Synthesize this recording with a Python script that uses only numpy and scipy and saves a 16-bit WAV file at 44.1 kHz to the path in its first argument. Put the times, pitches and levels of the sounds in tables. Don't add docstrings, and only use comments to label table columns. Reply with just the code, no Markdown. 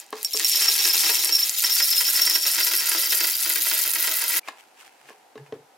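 import sys
import numpy as np
from scipy import signal
from scipy.fft import rfft, irfft, next_fast_len
from scipy.io import wavfile
from scipy.ndimage import map_coordinates

SR = 44100
rng = np.random.default_rng(int(sys.argv[2]) if len(sys.argv) > 2 else 0)


def transcribe(u):
    v = np.clip(np.atleast_2d(u).T, -1, 1)
    q = np.round(v * 32767).astype(np.int16)
    wavfile.write(sys.argv[1], SR, q)


N = 254467

# frequency in Hz, relative level in dB.
AIR_SPECTRUM = [(24, -92.5), (40, -38.5), (201, -28.5), (271, -20), (358, -18), (673, -16), (763, -8.5),
                (981, -14.5), (1110, -23.5), (1290, -20), (3730, -28.5), (4450, -28.5), (4800, -29),
                (14200, -35.5), (16500, -54.5)]
# frequency in Hz, correlation.
AIR_LIKENESS = [(60, 0.9), (240, 0.7), (950, 0.39), (15000, 0.2)]
# peak time in seconds, rms level at the peak in dB, rise and fall in seconds.
LID_HUMS = [(5.06, -68.5, 0.027, .03), (5.42, -42.5, 0.025, 0.023), (5.5, -57, 0.017, 0.0093),
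            (5.535, -44, 0.0058, 0.0058), (5.565, -52, 0.0086, 0.01), (5.605, -55, 0.009, 0.01),
            (5.642, -64.5, 0.009, .012)]
# peak time in seconds, level in dB, rise and fall in seconds.
RUBS = [(4.49, -38.5, 0.014, 0.0067), (4.6, -49, 0.042, 0.027), (4.81, -43, 0.018, 0.034),
        (5.09, -49.5, 0.045, 0.046), (5.385, -59, .008, 0.0091), (5.47, -54, .008, .008)]
# frequency in Hz, relative level in dB.
SKIN_SPECTRUM = [(180, -46), (300, -33), (447, -20), (1100, -9), (1210, -9.5), (2650, -6), (3580, -13.5),
                 (9390, -17), (16000, -27)]
# start in seconds, relative level in dB, level of the bright part
# against it in dB, favoured bright pitch in Hz, share of the hollow modes' free ring time.
KNOCKS = [(0.128, -16.5, -2, 1070, 0.56), (0.346, -21.5, -7, 1060, 0.62), (4.476, -38, 9.5, 2800, 0.25),
          (4.485, -33, 13, 1260, 0.43), (4.809, -71, 10, 1490, .4), (5.089, -32, -4, 1790, 0.35),
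          (5.104, -26.5, -10, 1300, 0.37), (5.356, -23.5, -12.5, 900, 0.59),
          (5.377, -30.5, -3.5, 1350, 0.48), (5.463, -47, 5.5, 1650, .5), (5.524, -14.5, -17, 920, 0.56),
          (5.548, -32, -24, 695, 1)]
# frequency in Hz, level in dB, free t60 in seconds.
HOLLOW_MODES = [(258, -5, .08), (301, -2, .08), (345, -3, .07), (424, 2, .07), (432, -11, .4),
                (490, -4, .07), (570, -13, .06)]
# frequency in Hz, level in dB, t60 in seconds.
BRIGHT_MODES = [(816, 3.5, 0.1), (1070, 11.5, 0.027), (1700, 9.5, 0.041), (2100, 9, 0.04),
                (2410, 14, 0.021)]
# start in seconds, relative level in dB, frequency in Hz.
PINGS = [(1.54, -20, 7040), (1.566, -30, 7000), (4.432, -47, 2360), (4.433, -62, 2880), (4.595, -56, 2600)]
# start in seconds, relative level in dB, landing place 0-3 along it.
BLADE_STRIKES = [(.2464, -18, 0), (.248, -28, 3), (.335, -16, 0), (.336, -24, 3), (.445, -12, 0),
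                 (.446, -24, 3), (.555, -14, .2), (.621, -13, .1), (.681, -13, .1), (.741, -15, .1),
                 (.843, -13, .2), (.881, -19, 3), (.895, -15, 1), (.931, -14, .1), (.989, -18, 3),
                 (1.02, -19, .7), (1.115, -18, .3), (1.074, -19, 3), (1.156, -17, 3), (1.265, -18, 3),
                 (1.3234, -12, 0), (1.35, -10, 0), (1.39, -13, .7), (1.398, -16, 3), (1.427, -12, 0),
                 (1.645, -18, 3), (1.646, -13.5, 0), (1.7175, -12, .55), (1.718, -17, 3), (1.7465, -16, .3),
                 (1.778, -19, 2), (1.795, -17, .2), (1.82, -14, .8), (1.85, -17, .5), (1.885, -21, 2),
                 (1.945, -18, .4), (1.9035, -15, 3), (1.909, -14, 1), (1.976, -6, .8), (2.045, -15, .6),
                 (2.064, -17, 3), (2.077, -12, .35), (2.155, -9, .6), (2.192, -12, .55), (2.217, -12.5, 0),
                 (2.263, -14, 0), (2.298, -16, .1), (2.348, -13, 0), (2.429, -19, 0), (2.465, -16, 3),
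                 (2.467, -15, .1), (2.601, -26, 2), (2.63, -11, .4), (2.632, -23, 2), (2.677, -23, 2),
                 (2.643, -16, 3), (2.676, -18, .2), (2.755, -17, 3), (2.762, -18, 1.9), (2.8, -21, 2),
                 (2.929, -23, 2), (2.979, -24, 2), (2.783, -17, .1), (2.98, -19, .1), (3.0135, -18, 3),
                 (3.028, -19, 1.2), (3.056, -22, 0), (3.057, -22, 2), (3.103, -22, 0), (3.187, -21, 2),
                 (3.2101, -22, 0), (3.245, -24, 0), (3.315, -26, 0), (3.337, -21, 2), (3.058, -17, 3),
                 (3.123, -19, 3), (3.144, -15, 3), (3.152, -14, 3), (3.78, -29, 2), (3.21, -17, 2),
                 (3.235, -18, 3), (3.237, -18, 2), (3.313, -15, 3), (3.557, -28, 2), (3.631, -28, 2)]
# frequency in Hz, level in dB, t60 in seconds before stifling.
BLADE_MODES = [(5495, 0.5, .12), (5550, -9, .1), (5157, -2.5, 0.2), (4762, -1, 0.09), (13000, -5.5, .08),
               (12838, -5.5, 0.08)]
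MODE_RING = [0, 0, 1, 2, 3, 3]
# level at time 0 in dB, drift in dB per second,
# time in seconds when the bed covers it.
SMALL_HITS = [(-24, -3, 2.8), (-36, 2, 2.4), (-44, 4, 3.4), (-34, 0.5, 3.35)]
MISS_SPAN_S = (1.45, 1.63)
# frequency in Hz, width in Hz, level in dB in the first balance,
# level in dB in the second balance.
JAR_MODES = [(336, 14, -2, -2.5), (444, 31, -4, -9.5), (517, 5.5, -21, -6), (640.3, 8.9, -6, -5),
             (799, 12, -4, -15), (935, 59, -5.5, -6.5), (1220, 66, -10, -15.5), (1300, 79, -6, -4),
             (1423, 143, -9.5, -5), (1626, 45, 0, -0.5), (1900, 79, -2, -1.5), (2024, 69, 1, 2.5),
             (2660, 225, -1, -4), (3140, 46, 2, 1), (4840, 2180, -4, -6.5)]
# start in seconds, relative level in dB, level of the dull low part
# against it in dB.
THUMPS = [(.398, -22.5, -14), (0.542, -24.5, -14), (.613, -21, 4), (0.652, -22, -3), (.796, -25.5, -12),
          (.851, -19.5, 8.5), (0.954, -23, 0), (1.01, -33.5, -2), (1.036, -19.5, -1), (1.062, -19.5, -17),
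          (1.094, -17.5, 11.5), (1.236, -22.5, 6), (1.292, -22.5, 8.5), (1.639, -18, -18),
          (1.694, -24.5, -11), (1.801, -17, -23), (2.006, -18, -18), (2.192, -18, -23), (2.272, -17.5, 2),
          (2.354, -17, -24), (2.453, -20, -22), (2.582, -17.5, -17), (2.603, -17.5, -16), (2.668, -19, -16),
          (2.712, -21.5, -9), (2.736, -17, -24), (2.916, -17, -19), (2.947, -21.5, 15), (3.123, -15.5, 1),
          (3.206, -17.5, -1), (3.242, -17, 2), (3.459, -22, -13), (3.5, -20, -5), (3.557, -20, -15),
          (3.713, -17, -33), (3.956, -20, -11), (4.042, -20.5, -12), (4.073, -17, 5.5)]
# time in seconds, ticking level in dB, wall drumming level in dB.
POUR_LEVELS = [(0.0, -37.5, -50), (0.08, -87, -62), (0.18, -48.5, -47), (0.325, -35.5, -59.5),
               (0.42, -28.5, -35), (0.5, -24.5, -46), (0.61, -24.5, -34), (0.97, -23.5, -34.5),
               (1.36, -28.5, -36.5), (1.56, -27.5, -40), (2.19, -25.5, -34), (2.39, -28.5, -36.5),
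               (3.0, -29, -32), (3.27, -29.5, -35.5), (3.74, -29.5, -34.5), (4.2, -32.5, -34.5),
               (4.39, -33, -28.5)]
# centre in seconds, level change in dB, width in seconds.
LULLS = [(1.376, -8.5, 0.0054), (1.52, -4.5, 0.036), (2.034, -4, 0.011), (2.288, -9, 0.0079),
         (2.401, -5, 0.02), (3.113, -2.5, 0.0032), (3.374, -5, 0.016), (3.42, -4, 0.011),
         (3.922, -7.5, 0.014), (4.133, -2, 0.007), (4.266, -2.5, 0.018)]
# frequency in Hz, relative level in dB.
BEAN_SPECTRUM = [(300, -55.5), (1000, -63.5), (2000, -3.5), (4000, 2), (7000, 1.5), (10000, -2),
                 (14000, -1.5), (17000, -17)]
# start in seconds, relative level in dB, tick pitch in Hz.
TICKS = [(0.0427, -28, 9900), (0.0646, -31, 7570), (0.1058, -26, 11500), (0.126, -26, 9800),
         (0.156, -23, 7800), (0.1795, -34, 7310), (0.21, -24, 7720), (0.2301, -8, 11900),
         (0.2477, -1, 7760), (0.3341, -4, 8550), (0.3679, -1.5, 6750), (0.3734, 0, 5750),
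         (0.397, 2.5, 8500), (0.417, -6.5, 8180), (0.4465, -0.5, 8060), (0.4694, -16, 8200),
         (0.4738, -9.5, 6100), (0.4963, 1, 11100), (0.8489, -9, 7980), (1.0073, 1, 9770),
         (1.0564, -3, 6700), (1.0745, -5.5, 8750), (1.1015, 1, 11770), (1.155, -5.5, 12100),
         (1.18, -15, 12400), (1.2466, 2.5, 9380), (1.293, -13, 6630), (1.3568, -0.5, 9250),
         (1.4257, -14, 5750), (1.4431, -23, 6260), (1.495, 1, 6530), (1.6045, -8.5, 6530),
         (1.639, -2, 8420), (1.698, -1.5, 6260), (1.7689, -2.5, 6290), (1.819, -1, 7000),
         (1.989, -20, 12300), (2.0393, -22.5, 9010), (2.0642, -14, 11200), (2.108, -14.5, 6820),
         (2.1335, -16.5, 10800), (2.1889, -7.5, 7340), (2.2985, 0.5, 12100), (2.3401, -10.5, 12200),
         (2.368, -6.5, 11900), (2.466, -6, 6200), (2.5481, -4, 7400), (2.753, 0, 11830),
         (2.8599, -15, 11500), (3.0131, -10.5, 11800), (3.121, -7, 12350), (3.1507, -17, 8070),
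         (3.1757, -11, 12550), (3.3119, -14, 11500), (3.3827, -16.5, 11900), (3.4271, -5, 9960),
         (3.7753, -6.5, 10600), (3.9379, -8, 10600), (4.026, -9.5, 11840), (4.071, -11, 11300),
         (4.144, -8, 10800), (4.281, -1, 10700), (4.355, -12.5, 11900)]

POUR_END_S, STOP_S = 4.398, 0.0077
AIR_DB = -56.5
LID_HUM_HZ = 139
THUD_DB, THUD_T60_S = 14, .05
PLACE_LOSS_DB = 16
EDGE_PLACE = 2.5
HIGH_FLOOR_DB, HIGH_FLOOR_VARY_DB = -6.5, 4.5
STIFLE_S, STIFLE_VARY, DETUNE = .04, .25, .0015
SMOTHER_S, SMOTHER_PER_S = 2.3, .9
SMALL_HITS_START_S, SMALL_HITS_PER_S, SMALL_HIT_SPREAD_DB = .48, 85, 3.5
COVER_DB_PER_S = 14
SECOND_BALANCE_S = 1.48
IMPULSE_DB = 29
DULL_HZ = 900
TICK_CYCLES, LONE_TICK_CYCLES = 1.6, 1.0
HIGH_TICK_DB, BRIGHTEN_DB_PER_S = -8, 3.5
TICK_LOW_HZ = 2320
THIN_BELOW_HZ = 245.6
BASS_CUT_HZ, ROLL_HZ, ROLL_WIDTH_HZ, TOP_HZ = 85, 15950, 40, 16968


def amp(db):
    return 10 ** (np.asarray(db) / 20)


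def unit(x):
    return x / np.sqrt(np.mean(x ** 2) + 1e-20)


def steady(x):
    return x / np.sqrt(np.mean(x[:, :round(POUR_END_S * SR)] ** 2))


def along(points, hz):
    f, v = np.transpose(points)
    return np.interp(np.log(hz + 1), np.log(f + 1), v)


def gains(rows):
    s, *columns = np.transpose(rows)
    t = np.arange(N) / SR
    return [amp(np.interp(t, s, db, left=-120, right=db[-1])) for db in columns]


def filtered(x, response):
    m = next_fast_len(N + SR // 2)
    return irfft(rfft(x, m) * response(np.fft.rfftfreq(m, 1 / SR)), m)[..., :N]


def add(x, s, sound, pan_db):
    at = round(s * SR)
    x[:, at:at + len(sound)] += (amp([[pan_db], [-pan_db]]) * sound)[:, :N - at]


def swells(rows, power):
    t = np.arange(N) / SR
    return sum(amp(db) * np.exp(-np.maximum((s - t) / rise, (t - s) / fall) ** power)
               for s, db, rise, fall in rows)


def rush(spectrum, alike):
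    def mid_side(hz):
        angle = np.arccos(np.clip(along(alike, hz), -1, 1)) / 2
        return amp(along(spectrum, hz)) * [np.cos(angle), np.sin(angle)]

    mid, side = filtered(rng.standard_normal((2, N)), mid_side)
    return unit(np.array([mid + side, mid - side]))


def shower(rate, spread_db, clump_db, pan_db):
    count = int(rate * POUR_END_S)
    when_s = rng.random(count) * POUR_END_S
    size, pan = np.clip(rng.standard_normal((count, 2)), -1.9, 1.9).T
    clump = map_coordinates(rng.standard_normal(300), [when_s * 50])
    gain = amp(spread_db * size + clump_db * clump) * rng.choice([-1, 1], count)
    at = (when_s * SR).astype(int)
    return np.array([np.bincount(at, gain * amp(k * pan_db * pan), N) for k in (1, -1)])


def scatter(x, t60, wet_db):
    t = np.arange(int(t60 * SR)) / SR
    out = x * 1.
    for part in range(8):
        mid, side = rng.standard_normal((2, len(t))) * amp(-60 * t / t60)
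        side = amp(-4.5) * signal.lfilter(*signal.butter(2, 1500, "high", fs=SR), side)
        tail = np.array([mid + side, mid - side]) / np.linalg.norm(mid)
        mine = (np.arange(N) // 700 % 8 == part) * x
        out += amp(wet_db) * signal.oaconvolve(mine, tail, axes=1)[:, :N]
    return out


def ring(modes, t, vary_db):
    total = 0
    for hz, db, t60 in modes:
        level_db = db + vary_db * rng.normal() - 60 * t / t60
        total = total + amp(level_db) * np.sin(2 * np.pi * (hz * t + 0.018 * rng.normal()))
    return total * (1 - np.exp(-t / 0.00015))


def air():
    return amp(AIR_DB) * rush(AIR_SPECTRUM, AIR_LIKENESS)


def lid():
    t = np.arange(N) / SR
    waver = 1.3 * map_coordinates(rng.standard_normal(100), [t * 17])
    hum = np.sqrt(2) * swells(LID_HUMS, power=1.4) * np.sin(2 * np.pi * LID_HUM_HZ * t + waver)
    grain = amp(5 * map_coordinates(rng.standard_normal(N // 40), [np.arange(N) / 42]))
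    skin = unit(grain * rush(SKIN_SPECTRUM, [(300, 0.52), (8000, 0.24)]))
    return hum + swells(RUBS, power=0.67) * skin


def knocks():
    t = np.arange(SR // 4) / SR
    out = np.zeros((2, N))
    for s, db, bright_db, pitch, free in KNOCKS:
        crack = np.convolve(amp(-60 * t / .02) * rng.standard_normal(len(t)), np.hanning(10), "same")
        thud = np.convolve(amp(-60 * t / THUD_T60_S) * rng.standard_normal(len(t)), np.hanning(20) / 10, "same")
        low = [(hz, level, t60 * free) for hz, level, t60 in HOLLOW_MODES]
        hollow = ring(low, t, vary_db=0.8) * (1 - np.exp(-t / 0.0034))
        near = [(hz, level - 12 * abs(np.log2(hz / pitch)), t60) for hz, level, t60 in BRIGHT_MODES]
        bright = ring(near, t, vary_db=1) + crack + amp(THUD_DB) * thud
        add(out, s, amp(db - 5) * (hollow + amp(bright_db - 10.5) * bright), .4 * rng.normal())
    for s, db, hz in PINGS:
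        add(out, s, amp(db) * ring([(hz, 0, .06)], t, vary_db=7), 0)
    return scatter(out, t60=.25, wet_db=-6)


def stifle(s, t):
    lasts_s = STIFLE_S * np.exp(STIFLE_VARY * rng.normal() - SMOTHER_PER_S * max(s - SMOTHER_S, 0))
    return (1 - np.exp(-t / .0018)) * np.exp(-(t / lasts_s) ** 3)


def detuned(hz):
    return hz * (1 + DETUNE * rng.normal())


def blade():
    t = np.arange(SR // 10) / SR
    steel = np.zeros((2, N))
    for s, db, place in BLADE_STRIKES:
        ring_db = [-PLACE_LOSS_DB * abs(place - k) - 60 * (place > EDGE_PLACE) for k in range(3)]
        high_floor_db = HIGH_FLOOR_DB + HIGH_FLOOR_VARY_DB * rng.normal()
        ring_db.append(max(-PLACE_LOSS_DB * abs(place - 3), high_floor_db))
        modes = [(detuned(hz), level + ring_db[k], t60) for (hz, level, t60), k in zip(BLADE_MODES, MODE_RING)]
        add(steel, s, amp(db) * ring(modes, t, vary_db=1.5) * stifle(s, t), 1.5 * rng.normal())
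    miss_start, miss_end = MISS_SPAN_S
    for (hz, level, t60), k in zip(BLADE_MODES, MODE_RING):
        db, drift, covered = SMALL_HITS[k]
        for s in rng.uniform(SMALL_HITS_START_S, POUR_END_S, round(SMALL_HITS_PER_S * POUR_END_S)):
            if miss_start < s < miss_end:
                continue
            db_now = db + drift * min(s, covered) - COVER_DB_PER_S * max(s - covered, 0)
            hit = ring([(detuned(hz), level + db_now, t60)], t, vary_db=SMALL_HIT_SPREAD_DB)
            add(steel, s, hit * stifle(s, t), 2 * rng.normal())
    return steel


def jar_response(hz):
    balances = []
    for column in (2, 3):
        total = 0
        for k, row in enumerate(JAR_MODES):
            damping = 1j * hz * row[1]
            total = total + (-1) ** k * amp(row[column]) * damping / (row[0] ** 2 - hz * hz + damping)
        balances.append([total])
    return np.array(balances)


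def through_jar(x):
    first, second = filtered(x, jar_response)
    return np.where(np.arange(N) < SECOND_BALANCE_S * SR, first, second)


def walls(flow):
    drum = flow * steady(through_jar(shower(rate=500, spread_db=4.0, clump_db=2.0, pan_db=-0.35)))
    blows, dull = np.zeros((2, 2, N))
    for s, db, dull_db in THUMPS:
        add(blows, s, amp([db + IMPULSE_DB]), 0.73 * rng.normal())
        add(dull, s, amp([db + dull_db + IMPULSE_DB]), 0)
        add(blows, s + rng.uniform(0.001992, .006), amp([db + IMPULSE_DB]), 0.31 * rng.normal())
    blows = blows + filtered(dull, lambda hz: 1 / (1 + 1j * hz / DULL_HZ) ** 2)
    return scatter(drum + through_jar(blows), t60=0.19, wet_db=-2.5)


def chip(hz, cycles):
    t = np.arange(40) / SR
    return np.sin(2 * np.pi * hz * t) * np.exp(-t * hz / cycles)


def beans(flow):
    wide = filtered(shower(rate=900, spread_db=2, clump_db=1.0, pan_db=2.5),
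                    lambda hz: amp(along(BEAN_SPECTRUM, hz)))
    high = np.zeros((2, N))
    for hz in (10800, 13300, 15200):
        hits = shower(rate=280, spread_db=3.5, clump_db=1.5, pan_db=3.5)
        high += signal.oaconvolve(hits, chip(hz, TICK_CYCLES)[None], axes=1)[:, :N]
    high_gain = amp(HIGH_TICK_DB + BRIGHTEN_DB_PER_S * np.arange(N) / SR)
    patter = flow * (steady(wide) + high_gain * steady(high))
    for s, db, hz in TICKS:
        add(patter, s, amp(db) * unit(chip(hz, LONE_TICK_CYCLES)) / 5, 1.5 * rng.normal())
    patter = filtered(patter, lambda hz: (1j * hz / (TICK_LOW_HZ + 1j * hz)) ** 2)
    near = scatter(patter, t60=0.004, wet_db=-5)
    return scatter(near, t60=.06, wet_db=-8.5)


def thin_bass(hz):
    return (1j * hz / (THIN_BELOW_HZ + 1j * hz)) ** 2 / np.sqrt(1 + (THIN_BELOW_HZ / (hz + 1)) ** 8)


def scene():
    t = np.arange(N) / SR
    lull_gain = amp(sum(db * np.exp(-((t - s) / width) ** 2) for s, db, width in LULLS))
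    tick_flow, drum_flow = lull_gain * gains(POUR_LEVELS)
    stop = np.clip((POUR_END_S - t) / STOP_S, 0, 1)
    ticking = beans(tick_flow) * amp([[.7], [-.7]])
    drumming = walls(drum_flow) * amp([[-.3], [.3]])
    pour = stop * (ticking + drumming + blade())
    return air() + lid() + filtered(pour + knocks(), thin_bass)


def record(dry):
    soft = dry / (1 + np.abs(dry / .75) ** 8) ** (1 / 8)

    def band(hz):
        bass_cut = 1j * hz / (BASS_CUT_HZ + 1j * hz)
        treble_step = amp(-18 * (1 + np.tanh((hz - ROLL_HZ) / ROLL_WIDTH_HZ)))
        return bass_cut * treble_step * (hz < TOP_HZ)

    return filtered(soft, band)


dry = scene()
out = record(dry)
transcribe(out)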